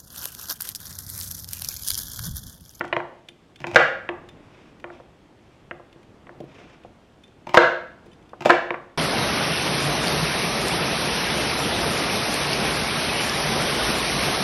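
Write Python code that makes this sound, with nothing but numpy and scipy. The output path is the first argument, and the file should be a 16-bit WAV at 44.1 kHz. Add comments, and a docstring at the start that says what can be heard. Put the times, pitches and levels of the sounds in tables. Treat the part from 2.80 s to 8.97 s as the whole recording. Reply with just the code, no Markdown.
"""In a tiled kitchen, a chef's knife crunches down through onion halves and knocks on a wooden board.
Crunches are bursts of noise grains over the onion's resonances; knocks are short pushes on ringing modes.
Between cuts the steel edge pings, pieces are set down and slid about as shaped noise, over a low rumble.
Sparse echoes give the room its tail. The small microphone overloads on the three full chops."""
import sys
import numpy as np
from scipy import signal
from scipy.io import wavfile
from scipy.ndimage import uniform_filter1d

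SR = 44100
rng = np.random.default_rng(int(sys.argv[2]) if len(sys.argv) > 2 else 0)


def dump_mix(stems):
    """Bounce the given channels to the path in sys.argv[1] as a 16-bit WAV at rate SR."""
    frames = np.atleast_2d(stems).T  # one column per channel
    limited = np.clip(frames, -1, 1)  # hard clip at full scale
    pcm = np.round(limited * 32767).astype(np.int16)
    wavfile.write(sys.argv[1], SR, pcm)


def convert_level_to_amplitude(level_db):
    """Map a level in decibels to its linear amplitude factor."""
    exponent = np.asarray(level_db, float) / 20
    return 10 ** exponent


N = 272317  # length [samples]

# Room noise spectrum: (frequency [Hz], level [dB])
RUMBLE_SPECTRUM = [(15, -3), (25, -2.5), (50, 7.5), (100, -0.5), (160, -0.5), (310, -0.5), (500, -7),
                   (1000, -13), (2000, -19), (3300, -21.5), (4000, -26.5), (8000, -34.5), (13000, -46),
                   (16000, -59)]
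# Swell of its low part: (time [s], level [dB])
RUMBLE_SWELL = [(0, -49.5), (.55, -59.5), (1.3, -49.5), (2.45, -55.5), (3.7, -52), (4.4, -55.5),
                (5.2, -52.5), (6.17, -55.5)]
HISS_DB = -62.5  # sets the steady treble

# The edge tears through a run of onion layers:
# (start [s], length [s], crackle level [dB], flesh against crackle [dB], growth [dB per layer])
TEARS = [(.001, .005, -36.5, 2, 0), (.040, .015, -35.5, -21, 0), (.802, .016, -32.5, -8.5, -0.5),
         (.868, .005, -26, -2, 0), (.8798, .005, -28.5, 6, 0), (.913, .04, -33.5, 1, 3),
         (4.669, .005, -28.5, 10, 0), (4.691, .005, -32.5, 0.5, 0), (4.709, .005, -46, 10.5, 0),
         (4.737, .005, -30.5, -4.5, 0), (4.7435, .024, -23, 10, -4), (5.607, .02, -26, 2.5, -4.5),
         (5.650, .005, -19, 4, 0), (5.657, .022, -23, 9.5, 1), (5.692, .005, -28, 1.5, 0)]
# Cells bursting, crackle spectrum: (frequency [Hz], level [dB])
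CRACKLE_SPECTRUM = [(600, -28.5), (1200, -7.5), (2000, 1), (2700, 3), (3600, -7), (4300, -11), (5300, -9),
                    (7500, -18), (11000, -29), (15500, -34)]
# Resonances of the onion's body: (frequency [Hz], width [Hz], level [dB])
FLESH_MODES = [(587, 140, 1), (866, 310, 6), (355, 86, -17)]
LAYER_GAP_S, LAYER_JITTER_S = 0.011, 0.0012
LAYER_S, LAYER_SPREAD_DB = 0.0062, 5.97  # fade of each burst, level spread between layers
PRESS_DB, PRESS_MS = -4.5, 1.1  # each layer's jolt passes down into the board

# Room decay: (frequency [Hz], t60 [s])
KITCHEN_DECAY = [(100, 0.33), (260, 0.43), (700, 0.5), (1840, 0.52), (4850, 0.46), (7500, 0.38),
                 (10500, 0.26), (14000, 0.14)]
# Tone of the room tail: (frequency [Hz], level [dB])
KITCHEN_COLOUR = [(100, -2), (500, 0), (3000, 0), (6000, 0.5), (12000, 1)]

# Blows on the board, by the edge (short contact) or a piece of onion (long):
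# (time [s], click level [dB], contact time [ms], chatter fade [s])
KNOCKS = [(.0086, -11, 0.16, 0.0065), (0.045, -21, 0.2, 0.001), (0.1261, -9, 0.12, 0.0085),
          (.1645, -7.5, 0.14, 0.003), (0.201, -17, .17, .003), (0.489, -43, .45, 0.0063),
          (.841, -14.5, 0.14, 0.0073), (0.9579, 5, .16, 0.011), (1.289, -11, 0.14, 0.0044),
          (2.041, -19.5, .15, 0.004), (2.101, -27.5, 0.18, .003), (2.2, -32, 0.34, 0.0012),
          (2.91, -19, 0.15, 0.0057), (2.997, -35, 0.33, 0.0083), (3.16, -42.5, 0.54, 0.0069),
          (3.468, -37, .13, 0.0059), (3.492, -27.5, 0.2, 0.001), (3.603, -26.5, 0.49, 0.014),
          (3.639, -32, 0.55, .012), (4.048, -33.5, 0.308, 0.0025), (4.771, 5.5, 0.19, .012),
          (5.259, -41, 0.87, 0.0073), (5.532, -28.5, 0.27, 0.011), (5.6966, 3.5, 0.21, 0.016),
          (5.905, -9.5, 0.15, 0.0037), (5.941, -17, 0.17, 0.006)]
# Ringing modes of board and counter: (frequency [Hz], level [dB], t60 [s])
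BOARD_MODES = [(144, -14.5, 0.1), (351.3, -9.5, 0.19), (470, -9.5, 0.048), (569, 1.5, 0.02),
               (671, 2, 0.047), (719, 4.5, 0.019), (910, -0.5, 0.018), (1146, 0, 0.03), (1400, -9.5, 0.024),
               (1630, -10, 0.023), (1703, 7.5, 0.0071), (2430, -12, 0.029), (2890, -15.5, 0.0076),
               (2930, -9, .012)]
# The edge biting the wood: (frequency [Hz], level [dB])
CRACK_SPECTRUM = [(250, -50.5), (400, -26), (470, 7), (750, 1.5), (1000, -1.5), (1280, 0), (1540, 6),
                  (1850, -0.5), (2300, -6), (3200, -13.5), (4500, -24), (7000, -35), (11000, -55.5),
                  (16000, -61.5)]
# Bright scrape or snap of the edge: (frequency [Hz], level [dB])
TICK_SPECTRUM = [(800, -32.5), (1500, -1), (2800, 6), (4200, -6), (7000, -12.5), (11000, -24), (16000, -29)]
CHATTER_DB = -25
SNAP_DB, SNAP_PER_MS_DB = -22.5, -38  # a bright snap on the click, weaker for a longer contact
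RING_DB, RING_PER_DB = -9.5, -0.11  # ring against click: soft blows are more ring than click
CRACK_DB, CRACK_PER_DB = -4, 1.0862  # crack against click: grows with the blow

# The edge touches onion skin or wood: (time [s], scrape level [dB], steel against scrape [dB])
TOUCHES = [(.078, -39, -10), (.486, -31.5, -6.5), (.759, -37, -8), (.790, -51, -7), (1.488, -38, -7),
           (1.999, -45.5, -29), (3.128, -45, -12), (3.229, -50, -7), (3.603, -45.5, -7.5),
           (4.036, -45.5, -12), (4.436, -47.5, 3.5), (4.477, -53.5, 1), (5.262, -54, 1.5),
           (5.315, -65, 15.5), (5.330, -55, 8.5), (5.425, -56, 0.5), (5.492, -50.5, -1.5)]
# Ringing modes of the blade: (frequency [Hz], level [dB], t60 [s])
BLADE_MODES = [(1960, -7, .03), (2320, -10, .03), (2520, -1, .04), (3060, -3, .035), (3560, -3, .05),
               (4970, -15, .04), (6020, -17, .03), (7400, -18, .025), (9630, -20, .07), (10500, -20, .055)]
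SCRAPE_S = .0055

# A cut face slides over the wood:
# (start [s], length [s], top level [dB], share of the length spent speeding up [0 to 1])
SLIDES = [(1.55, 0.37, -59.5, 0.79), (2.1, 0.11, -56.5, 0.34), (2.62, 0.24, -63, 0.38),
          (3.68, .18, -51, .6), (3.86, 0.092, -53, 0.45)]
# Friction spectrum: (frequency [Hz], level [dB])
SLIDE_SPECTRUM = [(240, -4.5), (500, 6), (850, -1.5), (1800, -4.5), (2500, -0.5), (2950, -6), (3500, -7.5),
                  (4190, -18), (5330, -14), (12000, -41), (16000, -76)]
SLIDE_ENDS_DB = -8
SLIDE_LURCH_DB = 2.5  # the piece grips and lets go

# Microphone bass roll-off: (frequency [Hz], level [dB])
MICROPHONE = [(20, -14), (60, -6), (110, 0), (20000, 0)]


def peaked(x):
    """Scales to peak 1."""
    return x / (abs(x).max() + 1e-12)


def evened(x):
    """Scales to rms 1."""
    return x / np.sqrt(np.mean(x ** 2) + 1e-20)


def read(points, hz):
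    """Reads a curve along a log frequency axis."""
    f, value = np.transpose(points)
    return np.interp(np.log(hz + 1), np.log(f + 1), value)


def coloured(x, points):
    """Minimum-phase filter with the given spectrum, so nothing sounds ahead of its onset."""
    level_db = np.maximum(read(points, abs(np.fft.fftfreq(4096, 1 / SR))), -100)
    log_gain = np.log(convert_level_to_amplitude(level_db))
    taps = np.fft.ifft(np.exp(np.conj(signal.hilbert(log_gain)))).real[:2048]
    return signal.oaconvolve(x, taps)[:len(x)]


def add(mix, s, sound):
    """Mixes a sound in at s seconds."""
    part = mix[round(s * SR):][:len(sound)]
    part += sound[:len(part)]


def ring(modes, spread_db):
    """Dying modes; each blow lands elsewhere and weights them a little differently."""
    t = np.arange(SR // 4)[:, None] / SR
    hz, db, t60 = np.transpose(modes)
    db = db + spread_db * rng.standard_normal(len(hz))
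    side = (-1) ** np.arange(len(hz))  # neighbouring modes swing opposite ways
    return (side * convert_level_to_amplitude(db - 60 * t / t60) * np.sin(2 * np.pi * hz * t)).sum(1)


def grit(seconds, lumpy_db):
    """A burst of tiny uneven slips that starts at once and dies away."""
    t = np.arange(SR // 8) / SR
    lumps_db = lumpy_db * rng.exponential(1, len(t)).clip(0, 5)
    slips = rng.standard_normal(len(t)) * convert_level_to_amplitude(lumps_db)
    return slips * np.exp(-(t / max(seconds, 1e-4)) ** 2)


def rumble():
    """Patchy room noise whose low part swells and sinks over a steady hiss."""
    frames, hz = N // 256 + 5, np.fft.rfftfreq(1024, 1 / SR)
    real, imaginary, patches = rng.standard_normal((frames, 513, 3)).T
    patches = evened(uniform_filter1d(uniform_filter1d(patches, 10, 0), 10, 1))
    shape = convert_level_to_amplitude(read(RUMBLE_SPECTRUM, hz))
    low = np.linalg.norm(shape[(hz > 100) & (hz < 400)])
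    high = np.linalg.norm(shape[hz >= 1000])
    swell_db = np.interp(np.arange(frames) * 256 / SR, *np.transpose(RUMBLE_SWELL))
    share = (1 / (1 + (hz / 2500) ** 2))[:, None]  # how far each band follows the swell
    low_db = swell_db - 20 * np.log10(low)
    high_db = HISS_DB - 20 * np.log10(high)
    field_db = share * low_db + (1 - share) * high_db + 0.84 * patches
    z = (real + 1j * imaginary) * shape[:, None] * convert_level_to_amplitude(field_db)
    return signal.istft(z, nperseg=1024, noverlap=768)[1][:N]


def crunch(db, flesh_db, seconds):
    """Cells burst in a crackle and shake the onion's hollow flesh."""
    bursts = grit(seconds, lumpy_db=6.5)
    modes = [(hz, level, 2.2 / width) for hz, width, level in FLESH_MODES]  # width to t60
    body = ring(modes, spread_db=2.5)
    flesh = signal.fftconvolve(bursts, body)[:len(bursts)]
    crackle = coloured(bursts, CRACKLE_SPECTRUM)
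    return convert_level_to_amplitude(db) * (peaked(crackle) + convert_level_to_amplitude(flesh_db) * peaked(flesh))


def tear(seconds, db, flesh_db, growth_db):
    """Up to four layers give way a little unevenly, each crunching and jolting the board's modes."""
    out = np.zeros(SR // 3)
    jolt = np.exp(-((np.arange(300) - 150) / SR * 1000 / PRESS_MS) ** 2)
    thud = convert_level_to_amplitude(db + PRESS_DB) * peaked(signal.fftconvolve(ring(BOARD_MODES, spread_db=2), jolt))
    for k, (late, spread) in enumerate(rng.standard_normal((4, 2))):
        if k * LAYER_GAP_S >= seconds:
            break
        s = abs(k * LAYER_GAP_S + min(k, 1) * LAYER_JITTER_S * late)  # the first is on time
        layer = crunch(db + LAYER_SPREAD_DB * spread, flesh_db, LAYER_S)
        for sound in layer, thud:
            add(out, s, sound * convert_level_to_amplitude(k * growth_db))
    return out


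def kitchen(x):
    """Sparse echoes off counter and tiles, dying band by band."""
    taps = np.zeros(SR)
    at = np.arange(220, SR - 20, 20)
    taps[at + rng.integers(0, 20, len(at))] = rng.choice([-1., 1.], len(at))
    hz, t, z = signal.stft(taps, SR, nperseg=256)
    decay_db = -60 * t / read(KITCHEN_DECAY, hz)[:, None]
    z = z * convert_level_to_amplitude(read(KITCHEN_COLOUR, hz)[:, None] + decay_db)
    tail = signal.istft(z, SR, nperseg=256)[1]
    tail = tail * (1 - np.exp(-np.arange(len(tail)) / (0.0011 * SR)))  # builds up
    return signal.fftconvolve(x, tail / np.linalg.norm(tail))[:N]


def knock(db, contact_ms, chatter_s):
    """A short push: a close click with chatter, and the board's ring; hard blows add a loud crack."""
    u = (np.arange(140) / SR * 1000 - 1.6) / np.clip(contact_ms, .05, .7)  # time in contact times
    push = np.exp(-u ** 2 / 2)
    impact = np.arange(SR // 8) == 0
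    contacts = convert_level_to_amplitude(CHATTER_DB) * grit(chatter_s, lumpy_db=2) + impact
    click = peaked(np.convolve(contacts, (u ** 2 - 1) * push))  # the board's sudden acceleration
    snap = peaked(coloured(grit(0.0013, lumpy_db=5), TICK_SPECTRUM))
    add(click, .0013, convert_level_to_amplitude(SNAP_DB + SNAP_PER_MS_DB * contact_ms) * snap)
    wood = peaked(signal.fftconvolve(ring(BOARD_MODES, spread_db=3.5), push))
    wood = convert_level_to_amplitude(RING_DB + RING_PER_DB * db) * wood
    crack = peaked(coloured(grit(chatter_s, lumpy_db=6.5), CRACK_SPECTRUM))
    add(wood, .001, convert_level_to_amplitude(CRACK_DB + CRACK_PER_DB * db) * crack)
    return convert_level_to_amplitude(db) * click, convert_level_to_amplitude(db) * wood


def touch(db, steel_db):
    """A faint scrape that sets the blade's modes pinging."""
    scrape = grit(SCRAPE_S, lumpy_db=3.0)
    steel = signal.fftconvolve(scrape, ring(BLADE_MODES, spread_db=3))[:len(scrape)]
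    return convert_level_to_amplitude(db) * (peaked(coloured(scrape, TICK_SPECTRUM)) + convert_level_to_amplitude(steel_db) * peaked(steel))


def slide(seconds, db, rising):
    """Wet friction noise that follows the hand's speed, up and down again, with small lurches."""
    t = np.arange(SR // 2) / SR
    top = np.clip(rising, .05, .95)
    speed_db = np.interp(t / seconds, [0, top, 1, 1.05], [SLIDE_ENDS_DB, 0, SLIDE_ENDS_DB, -80])
    rub = rng.standard_normal(len(t)) * convert_level_to_amplitude(1.55 * rng.exponential(1, len(t)))
    lurch = evened(uniform_filter1d(rng.standard_normal(len(t)), size=700))
    speed_db = speed_db + SLIDE_LURCH_DB * lurch
    return convert_level_to_amplitude(db + speed_db) * evened(coloured(rub, SLIDE_SPECTRUM))


def scene():
    """Everything on the board, its room tail and the room noise."""
    clicks, board = np.zeros((2, N))
    for s, *row in KNOCKS:
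        click, wood = knock(*row)
        add(clicks, s, click)
        add(board, s, wood)
    for table, source, mix in ((TOUCHES, touch, clicks), (TEARS, tear, board), (SLIDES, slide, board)):
        for s, *row in table:
            add(mix, s, source(*row))
    room = convert_level_to_amplitude(-5.5) * kitchen(board + convert_level_to_amplitude(-11) * clicks)  # the click carries little into the room
    return (clicks + board + room + rumble())[None]


def low_pass(x):
    """Removes everything above the highest recorded frequency."""
    return signal.sosfilt(signal.butter(12, 16310, fs=SR, output="sos"), x)


def record(dry):
    """A limiter pulls the chops down and lets go gradually; remaining peaks are rounded off."""
    power = abs(uniform_filter1d(dry[0] ** 2, size=101, origin=50))
    level_db = 10 * np.log10(power + 1e-12)
    fall = np.arange(N) * 200. / SR  # recovery, 200 dB a second
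    held_db = np.maximum.accumulate(level_db + fall) - fall
    over_db = np.maximum(held_db + 6.5, 0)  # threshold -6.5 dB
    limited = dry[0] / convert_level_to_amplitude(0.58 * uniform_filter1d(over_db, size=121, origin=60))
    overloaded = 1.261 * np.tanh(limited / 1.123)
    heard = coloured(overloaded, MICROPHONE)
    return low_pass(np.clip(heard, -1, 1)[None])


dry = scene()
out = record(dry)
dump_mix(out)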